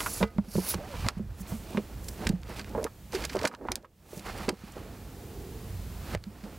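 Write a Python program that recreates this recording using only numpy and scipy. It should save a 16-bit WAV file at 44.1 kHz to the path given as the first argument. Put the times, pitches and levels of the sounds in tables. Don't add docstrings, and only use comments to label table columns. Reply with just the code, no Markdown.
import sys
import numpy as np
from scipy import signal
from scipy.fft import rfft, irfft, next_fast_len
from scipy.io import wavfile
from scipy.ndimage import uniform_filter1d, map_coordinates

SR = 44100
rng = np.random.default_rng(int(sys.argv[2]) if len(sys.argv) > 2 else 0)


def dump_mix(stems):
    frames = np.atleast_2d(stems).T
    limited = np.clip(frames, -1, 1)
    pcm = np.round(limited * 32767).astype(np.int16)
    wavfile.write(sys.argv[1], SR, pcm)


N = 290461

# (time [s], swell [s per 10 dB], hold [s], fade [s per 10 dB],
# whole sheets [dB], folds [dB], surface [dB])
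PAPER_RUBS = [(0, .01, 0.01, 0.094, -43, -43.5, -46.5), (.18, 0.06, 0.052, 0.026, -52, -51.5, -50),
              (.335, 0.072, .005, 0.1, -52.5, -70, -74), (.625, 0.11, 0.077, 0.019, -50, -50, -51),
              (.71, 0.028, 0.034, 0.013, -55, -55, -47.5), (.78, 0.024, 0.023, 0.28, -48.5, -55, -77),
              (.986, 0.16, 0.099, .02, -55, -48.5, -48), (1.177, 0.056, .005, 0.027, -62, -59.5, -62.5),
              (1.5, 0.12, 0.035, 0.029, -54, -53, -56), (1.734, 0.15, .005, 0.11, -45.5, -54.5, -52.5),
              (1.9, 0.04, 0.23, .03, -57, -65, -68), (2.217, 0.044, 0.023, 0.076, -38, -46, -49.5),
              (2.5, 0.032, 0.019, 0.043, -43.5, -45.5, -50.5),
              (2.565, 0.012, 0.043, 0.013, -52, -52.5, -49.5), (2.67, 0.023, .005, 0.12, -66, -55.5, -58),
              (2.768, 0.068, 0.048, 0.025, -38, -59, -77), (2.854, 0.035, .005, 0.029, -49, -57, -58.5),
              (3.135, 0.0096, 0.029, 0.055, -41.5, -44, -44.5),
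              (3.225, 0.047, 0.031, 0.0063, -45.5, -49, -47), (3.328, 0.035, .005, 0.024, -48, -52, -49),
              (3.365, 0.016, .02, 0.043, -50, -47, -60), (3.44, 0.033, 0.029, 0.014, -36.5, -43, -47.5),
              (3.536, .02, .005, 0.0092, -45.5, -56, -60), (3.686, 0.073, 0.0034, 0.074, -45, -59, -75),
              (3.63, 0.057, .01, .03, -53, -66, -81), (3.7, 0.036, .01, 0.026, -56, -48.5, -71.5),
              (3.77, 0.023, 0.0061, 0.016, -58.5, -61, -63.5), (4.135, 0.063, .03, 0.13, -52, -58.5, -58),
              (4.262, 0.018, 0.036, 0.021, -47, -45.5, -50), (4.37, 0.064, 0.073, 0.036, -43, -45, -48.5),
              (4.518, .04, .005, .015, -53, -80, -78), (4.68, 0.13, 0.0041, 0.048, -62, -55, -56.5),
              (4.769, 0.046, 0.0037, 0.36, -47, -54.5, -58),
              (6.142, 0.088, 0.0024, 0.0084, -44.5, -43.5, -47.5),
              (6.449, 0.24, 0.097, .1, -53, -58, -61.5)]
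# (frequency [Hz], relative density [dB])
CRISP_COLOUR = [(470, -33), (800, -12), (1610, 2.5), (2280, -3), (3450, -11.5), (4650, -3), (6430, -8),
                (8460, -6.5), (15800, -11)]
USUAL_DB = -25


def amp(db):
    return 10 ** (np.asarray(db) / 20)


def unit(x):
    return x / np.sqrt(np.mean(x ** 2) + 1e-20)


def along(points, hz):
    f, v = np.transpose(points)
    return np.interp(np.log(hz + 1), np.log(f + 1), v)


def wobble(rate_hz):
    knots = rng.standard_normal(int(N * rate_hz / SR) + 4)
    return map_coordinates(knots, [np.arange(N) * rate_hz / SR])


def filtered(x, response):
    size = next_fast_len(N + 8192)
    spectrum = rfft(x, size) * response(np.fft.rfftfreq(size, 1 / SR))
    return irfft(spectrum, size)[..., :N]


def noise(colour, grain_db=0.0, grain_rate_hz=300.0):
    white = rng.standard_normal(N) * amp(grain_db * wobble(grain_rate_hz))
    return unit(filtered(white, lambda hz: amp(along(colour, hz))))


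def slow(gain_at):
    grid_samples = 32
    steps = np.arange(0, N + grid_samples, grid_samples)
    return np.interp(np.arange(N), steps, gain_at(steps / SR))


def strokes(rows, column=4):
    step_db = 10

    def stroke(t, row):
        s, swell, hold, fade = row[:4]
        before = np.maximum((s - t) / max(swell, .002), 0)
        after = np.maximum((t - s - hold) / max(fade, .002), 0)
        return amp(row[column] - step_db * (before + after))

    return slow(lambda t: sum(stroke(t, row) for row in rows))


def fall(t60_s, rise_s):
    t = np.arange(SR // 7) / SR
    decay = amp(-60 * t / np.clip(t60_s, .003, 1))
    fade_out = np.cos(np.pi / 2 * t / t[-1])
    return decay * (1 - np.exp(-t / rise_s)) * fade_out, t


def add(track, s, sound):
    track[max(round(s * SR), 0):][:len(sound)] += sound


def bursts(events, sharpness, reach, rise_s, colour, blow):
    broadens = 0.12
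    out = np.zeros(N + SR)
    for s, db, hz, t60_s in events:
        shape, t = fall(t60_s, rise_s)
        q = np.clip(sharpness * amp(broadens * (USUAL_DB - db)), hz / SR * 3, 6)
        b, a = signal.iirpeak(np.clip(hz, 100, 14000), q, SR)
        push = shape * colour[round(s * SR):][:len(t)] + blow * (t == t[8])
        treble_edge_hz = min(reach * hz, .45 * SR)
        soft = signal.lfilter(*signal.butter(2, treble_edge_hz, fs=SR), push)
        puff = signal.lfilter(b, a, signal.lfilter(b, a, soft))
        add(out, s, amp(db) * puff / np.max(np.abs(puff)))
    return out[:N]


def cover_slides():
    # (time [s], swell [s per 10 dB], hold [s], fade [s per 10 dB], level [dB])
    slides = [(0.0, .01, 0.17, 0.087, -39), (0.538, 0.041, 0.12, 0.026, -45),
              (0.704, 0.044, 0.005, 0.028, -29)]
    stops_s = [.235, .66, .752]
    # (frequency [Hz], relative density [dB])
    gloss = [
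        [(1470, -39), (2500, -25), (3650, -7), (4630, -0.5), (5240, -1.5), (6820, 1), (9500, -2), (10700, 4.5),
         (13800, -6), (15800, -6)],
        [(1470, -41), (2500, -16), (2720, -9), (3650, -13), (4290, 3), (4820, 1.5), (5490, 1.5), (7890, -4.5),
         (11300, 2), (15800, -10)],
        [(1470, -41), (2500, -22), (3200, -17), (3510, -9), (5200, -3.5), (8660, -11), (9420, 1), (10900, 0.5),
         (13300, -5), (15100, -8), (15800, -7)],
    ]
    t = np.arange(N) / SR
    out = np.zeros(N)
    for slide, stop_s, colour in zip(slides, stops_s, gloss):
        contact = np.clip((stop_s - t) / .01, 0, 1)
        out += strokes([slide]) * contact * noise(colour, grain_db=1.5, grain_rate_hz=180.0)
    return out


def paper_rubs():
    # (frequency [Hz], relative density [dB])
    sheet = [(120, -23), (200, 6), (400, 2.5), (483, 1.5), (629, -3), (900, -6), (1170, -37), (1980, -120)]
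    fold = [(410, -4), (700, 1.5), (1310, 1), (2170, -5.5), (2380, -36.5), (2800, -17.5), (3640, -42),
            (6160, -120)]
    surface = [(1290, -18), (2200, 2), (2370, 5), (3790, -1.5), (4260, 0.5), (5970, -5), (11500, -10.5),
               (15800, -14)]
    sheets = strokes(PAPER_RUBS) * noise(sheet, grain_db=3.0, grain_rate_hz=60.0)
    folds = strokes(PAPER_RUBS, column=5) * noise(fold, grain_db=2.5, grain_rate_hz=140.0)
    surfaces = strokes(PAPER_RUBS, column=6) * noise(surface, grain_db=1.5, grain_rate_hz=240.0)
    return sheets + folds + surfaces


def ticks():
    ticks_per_s, t60_s, spread_db, level_db = 65, 0.0094, 5, -10
    sizes = amp(spread_db * rng.standard_normal(N))
    starts = (rng.random(N) < ticks_per_s / SR) * sizes
    shape, _ = fall(t60_s, rise_s=0.0006)
    envelope = np.abs(signal.fftconvolve(starts, shape)[:N])
    crackle = unit(envelope * noise(CRISP_COLOUR))
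    return amp(level_db) * strokes(PAPER_RUBS, column=6) * crackle


def sinking():
    # (time [s], depth [dB])
    dips = [(0, 14), (.235, 19), (.39, 21), (.59, 5), (.75, 9), (1.09, 20), (1.21, 15), (1.6, 3), (1.78, 6),
            (2.3, 16.5), (2.62, 5), (2.85, 10.5), (3.16, 6.5), (3.472, 23), (3.72, 25), (3.76, 23),
            (3.86, 24.5), (4.2, 5), (4.495, 16), (6.15, 15.5)]
    recover_s = 0.39

    def loss_db(t):
        losses = [np.where(t > s, db * np.exp(-np.abs(t - s) / recover_s), 0) for s, db in dips]
        return np.max(losses, axis=0)

    return slow(lambda t: amp(-uniform_filter1d(loss_db(t), size=9)))


def rumble():
    # (frequency [Hz], relative density [dB])
    low_colour = [(13, -40), (22, -12), (54, 8.5), (68, 4.5), (103, 1.5), (151, -8.5), (170, -6.5),
                  (220, -16), (370, -120)]
    # (time [s], hold [s], level [dB])
    pushes = [(0.01, 0.19, -47), (0.232, 0.012, -36), (0.388, .01, -39), (0.558, .01, -36),
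              (0.757, .03, -38), (0.948, .06, -38), (1.048, 0.0083, -29.5), (1.173, 0.14, -41),
              (1.406, .01, -48), (1.521, 0.0088, -37), (1.944, 0.23, -49), (2.275, 0.038, -31.5),
              (2.404, 0.24, -48), (2.693, 0.15, -49.5), (3.107, 0.14, -51), (3.397, 0.053, -54),
              (3.706, 0.0067, -39.5), (4.249, 0.25, -47.5), (4.788, .01, -44), (5.52, 0.0087, -50),
              (5.717, 0.082, -44), (5.97, 0.0079, -47), (6.16, 0.0092, -38)]
    # (time [s], swell [s per 10 dB], hold [s], fade [s per 10 dB], level [dB])
    air_swell = [(5.25, 0.14, 0.25, 0.21, -48)]
    # (frequency [Hz], relative density [dB])
    hollow = [(150, -41.5), (250, -2.5), (459, 0), (614, -23), (704, -10), (1100, -26), (1430, -53),
              (2420, -120)]
    steady_db, swell_s, fade_s = -42.5, 0.015, 0.032
    jumps = strokes([(s, swell_s, hold, fade_s, db) for s, hold, db in pushes])
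    low = (amp(steady_db) * sinking() + jumps) * noise(low_colour)
    return low + strokes(air_swell) * noise(hollow)


def background():
    # (frequency [Hz], relative density [dB])
    air_colour = [(59, -35), (100, -2.5), (201, -4.5), (295, -11), (593, -17.5), (645, -17.5), (832, -20),
                  (1380, -24), (1710, -25.5), (12000, -31.5), (13900, -32), (15800, -32.5)]
    # (frequency [Hz], left-right likeness [0-1])
    alike = [(60, 1.0), (180, 0.99), (550, 0.99), (1650, 0.98), (4970, 0.82), (15000, 0.76)]
    # (frequency [Hz], rms before wobble and sinking [dB])
    whine = [(14158.7, -63), (7100, -77), (7149, -77), (15687, -76), (1705, -75), (200, -57)]
    air_db = -46
    t = np.arange(N) / SR

    def turn(hz):
        return np.arccos(np.clip(along(alike, hz), -1, 1)) / 2

    mid = filtered(noise(air_colour), lambda hz: np.cos(turn(hz)))
    side = filtered(noise(air_colour), lambda hz: np.sin(turn(hz)))
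    tones = np.zeros(N)
    for hz, db in whine:
        level = np.sqrt(2) * amp(db + 0.63 * wobble(7.6))
        tones += level * np.sin(2 * np.pi * hz * t)
    air = amp(air_db) * np.array([mid + side, mid - side])
    return (air + tones) * sinking() * amp([[-.6], [.6]])


def flaps():
    # (time [s], level [dB], centre [Hz], t60 [s])
    slaps = [(.005, -19.5, 1250, 0.047), (.062, -18.5, 1230, 0.069), (.205, -26, 353, 0.073),
             (.211, -22, 590, 0.1), (.227, -15.5, 502, 0.04), (.229, -13, 2190, 0.037),
             (.233, -19, 486, 0.024), (.385, -25, 694, .025), (.554, -22, 400, 0.036),
             (.581, -21.5, 350, 0.064), (.74, -23, 930, 0.031), (.743, -27.5, 405, 0.043),
             (.94, -31, 850, 0.025), (1.046, -30.5, 920, 0.058), (1.063, -30, 575, 0.14),
             (1.086, -13, 1370, .019), (1.195, -36, 423, 0.031), (1.519, -34.5, 660, 0.077),
             (1.747, -30, 655, .065), (1.772, -26.5, 860, 0.082), (1.773, -21.5, 1960, 0.047),
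             (1.778, -20.5, 360, 0.064), (2.268, -30, 480, .015), (2.269, -14, 2050, .015),
             (2.303, -31, 345, 0.025), (2.595, -32.5, 1480, 0.089), (2.75, -21.5, 565, 0.078),
             (2.778, -23, 483, 0.085), (2.798, -31, 476, 0.096), (2.829, -26.5, 520, 0.04),
             (2.85, -26, 437, 0.054), (2.866, -26.5, 1010, .044), (3.137, -34, 374, .044),
             (3.152, -32.5, 375, 0.059), (3.249, -36, 440, 0.038), (3.351, -18.5, 430, 0.032),
             (3.361, -19.5, 446, 0.05), (3.4, -34, 764, .05), (3.423, -27, 477, 0.027),
             (3.442, -17.5, 607, 0.048), (3.45, -18.5, 730, 0.028), (3.472, -24, 1250, 0.023),
             (3.514, -36.5, 1170, .065), (3.539, -33, 1010, .054), (3.612, -36, 530, 0.028),
             (3.652, -27, 530, 0.031), (3.686, -19.5, 990, 0.022), (3.715, -28, 750, 0.036),
             (3.755, -43, 1920, 0.044), (3.834, -48, 530, 0.12), (3.846, -39.5, 1110, 0.053),
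             (3.85, -48, 1740, 0.046), (4.131, -34.5, 404, 0.027), (4.171, -41, 413, 0.065),
             (4.254, -42, 450, 0.052), (4.485, -19, 404, 0.025), (4.489, -20.5, 645, 0.033),
             (4.498, -25, 384, 0.053), (4.529, -38, 438, .03), (4.767, -32, 435, 0.022),
             (6.149, -20.5, 543, 0.0062)]
    white = rng.standard_normal(N)
    return bursts(slaps, sharpness=1.25, reach=3.7, rise_s=0.0018, colour=white, blow=10.4)


def snaps():
    # (time [s], level [dB], centre [Hz], t60 [s])
    edges = [(.0054, -15.5, 1820, 0.007), (.022, -29, 4000, .008), (.0608, -43, 2020, .013),
             (.2275, -28.5, 4500, 0.0097), (.237, -36, 2330, 0.013), (.3825, -35.5, 2250, 0.0093),
             (.5645, -32, 4430, .015), (.744, -19.5, 4230, 0.0076), (1.0454, -36, 2290, 0.02),
             (1.065, -28, 2570, 0.017), (1.0859, -15, 4060, .011), (1.7721, -35, 5000, 0.011),
             (2.044, -35.5, 8080, .015), (2.0845, -24.5, 6510, 0.019), (2.2707, -17.5, 4750, 0.013),
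             (2.2912, -22, 5000, 0.015), (2.4177, -44, 6500, .01), (2.4329, -34, 2550, 0.0055),
             (2.594, -28.5, 3400, .017), (2.6143, -36, 3280, 0.0059), (2.645, -34, 2560, 0.0063),
             (2.829, -36, 6960, .019), (2.8423, -14.5, 6000, 0.013), (3.1224, -31.5, 5000, .012),
             (3.1487, -26.5, 3430, .045), (3.2217, -35, 3010, 0.017), (3.2387, -27, 2300, 0.026),
             (3.2503, -20.5, 4450, 0.018), (3.2944, -30, 2500, 0.04), (3.3315, -30.5, 3000, 0.018),
             (3.3543, -30.5, 5000, 0.031), (3.3676, -29.5, 2980, 0.011), (3.3901, -27.5, 2680, .02),
             (3.4134, -29, 2930, 0.015), (3.431, -27, 3140, .021), (3.4424, -35, 2810, 0.018),
             (3.452, -13.5, 2500, 0.017), (3.474, -19.5, 4870, 0.021), (3.5488, -33.5, 3330, 0.01),
             (3.6736, -46, 5000, 0.01), (3.688, -53, 4040, .012), (3.7183, -15, 4860, 0.013),
             (3.7564, -10, 5400, 0.0043), (3.8262, -55, 4000, 0.017), (4.1773, -32, 6800, .012),
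             (4.1944, -33, 4500, .015), (4.4824, -28, 1810, 0.0088), (4.4879, -34, 1940, 0.014),
             (4.4899, -19, 2950, 0.018), (4.493, -19.5, 3500, 0.01), (4.721, -39.5, 8000, 0.024),
             (6.1493, -20.5, 2400, 0.0089), (6.174, -44, 2000, .01), (6.2394, -33, 3680, 0.0076),
             (6.4372, -40, 3810, 0.048)]
    crackle = noise(CRISP_COLOUR, grain_db=4.0, grain_rate_hz=2000.0)
    return bursts(edges, sharpness=0.63, reach=9, rise_s=0.0011, colour=crackle, blow=2.44)


def squeaks():
    # (time [s], level [dB], first pitch [Hz], last pitch [Hz], length [s])
    glides = [(0.131, -32, 11300, 10500, .014), (0.16, -38, 9800, 10500, .009),
              (.685, -26, 15000, 15100, .02), (0.788, -41, 570, 600, 0.061), (0.807, -46, 640, 847, 0.093),
              (.885, -41.5, 588, 560, .06), (.925, -39.5, 550, 494, 0.029)]
    out = np.zeros(N + SR)
    for s, db, first_hz, last_hz, length_s in glides:
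        count = round(length_s * SR)
        drift = 1 + 0.0003 * np.cumsum(rng.standard_normal(SR // 10)[:count])
        pitch_hz = np.linspace(first_hz, last_hz, count) * drift
        tone = np.sin(2 * np.pi * np.cumsum(pitch_hz) / SR)
        add(out, s, amp(db) * np.hanning(count) * tone)
    return out[:N]


def thuds():
    # (time [s], level before a 5 dB lift [dB], pitch [Hz], t60 [s])
    blocks = [(0.212, -21.5, 185, 0.07), (0.229, -24.5, 206, 0.11), (0.362, -32, 207, 0.046),
              (0.384, -18.5, 201, 0.079), (0.48, -34, 203, 0.053), (0.553, -26, 189, 0.15),
              (0.577, -21.5, 187, 0.12), (0.749, -32, 184, 0.095), (1.062, -25, 240, 0.035),
              (1.169, -29.5, 188.6, 0.066), (1.198, -29, 207, 0.11), (1.404, -35, 188, 0.11),
              (1.521, -27, 167, 0.075), (1.538, -30.5, 222, 0.091), (1.747, -24.5, 223, 0.056),
              (1.771, -25, 209, 0.12), (2.204, -36, 187, 0.069), (2.27, -23, 232, 0.034),
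              (2.298, -15.5, 194, 0.036), (2.334, -26, 181, 0.11), (2.703, -37, 256, 0.065),
              (2.754, -28, 227, 0.049), (3.145, -25, 383, 0.077), (3.346, -32, 403, 0.067),
              (3.446, -37, 355, 0.034), (3.68, -50, 250, 0.086), (3.716, -39, 360, 0.073),
              (4.125, -45, 260, 0.073), (4.171, -29, 173, 0.031), (4.405, -39, 207, 0.08),
              (4.482, -18, 267, 0.028), (4.523, -32.5, 198, 0.066), (4.637, -29, 201, 0.026),
              (6.14, -29.5, 161, 0.08), (6.267, -33.5, 202, 0.11), (6.433, -34.5, 203.7, 0.12)]
    out = np.zeros(N + SR)
    for s, db, hz, t60_s in blocks:
        rise_s = 0.0016 * amp(-.6 * (db + 20.0))
        shape, t = fall(t60_s, rise_s)
        add(out, s, amp(db + 5) * shape * np.sin(2 * np.pi * hz * t))
    return out[:N]


def shelf_knock():
    # (time [s], level [dB])
    knocks = [(0.229, -33)]
    # (frequency [Hz], level relative to knock [dB], t60, at most 1 used [s])
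    modes = [(450, 0, 0.19), (690, -12.5, 1.1), (820, -9, 0.13), (1250, -18.5, 0.83), (1480, -26, 0.74),
             (2020, -13.5, 0.3), (2293, -32, 0.51)]
    out = np.zeros(N + SR)
    for s, db in knocks:
        for hz, level_db, t60_s in modes:
            shape, t = fall(t60_s, rise_s=0.0015)
            add(out, s, amp(db + level_db) * shape * np.sin(2 * np.pi * hz * t))
    return out[:N]


def aisle(x):
    shape, t = fall(0.053, rise_s=0.00089)
    tail = signal.lfilter([.3], [1, -.7], shape * rng.standard_normal(len(t)))
    return signal.fftconvolve(x, tail / np.linalg.norm(tail))[:N]


def skin_brushes():
    # (time [s], swell [s per 10 dB], hold [s], fade [s per 10 dB], level [dB])
    brushes = [(1.416, 0.024, .002, 0.0061, -46), (1.48, 0.0068, 0.028, 0.13, -49.5),
               (2.04, .03, .1, .02, -54.5), (2.088, 0.0049, 0.0016, 0.0035, -44),
               (4.126, 0.058, .01, .03, -58.5), (4.174, .035, .002, .03, -51)]
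    # (frequency [Hz], relative density [dB])
    skin = [(2060, -22), (3500, -5.5), (3820, -16), (5510, -1.5), (6620, 1), (11300, -1), (15800, -2)]
    return strokes(brushes) * noise(skin, grain_db=1.0, grain_rate_hz=150.0)


def scene():
    blows = flaps() + snaps() + thuds() + shelf_knock()
    friction = cover_slides() + paper_rubs() + ticks() + squeaks() + skin_brushes()
    book = blows + amp(-15) * aisle(blows) + friction
    return book * amp([[-1.5], [1.5]]) + rumble() * amp([[-1.2], [1.2]]) + background()


def record(dry):
    top_hz = 15850
    rounded = dry / (1 + np.abs(dry / .3) ** 4) ** (1 / 4)
    return filtered(rounded, lambda hz: hz < top_hz)


dry = scene()
out = record(dry)
dump_mix(out)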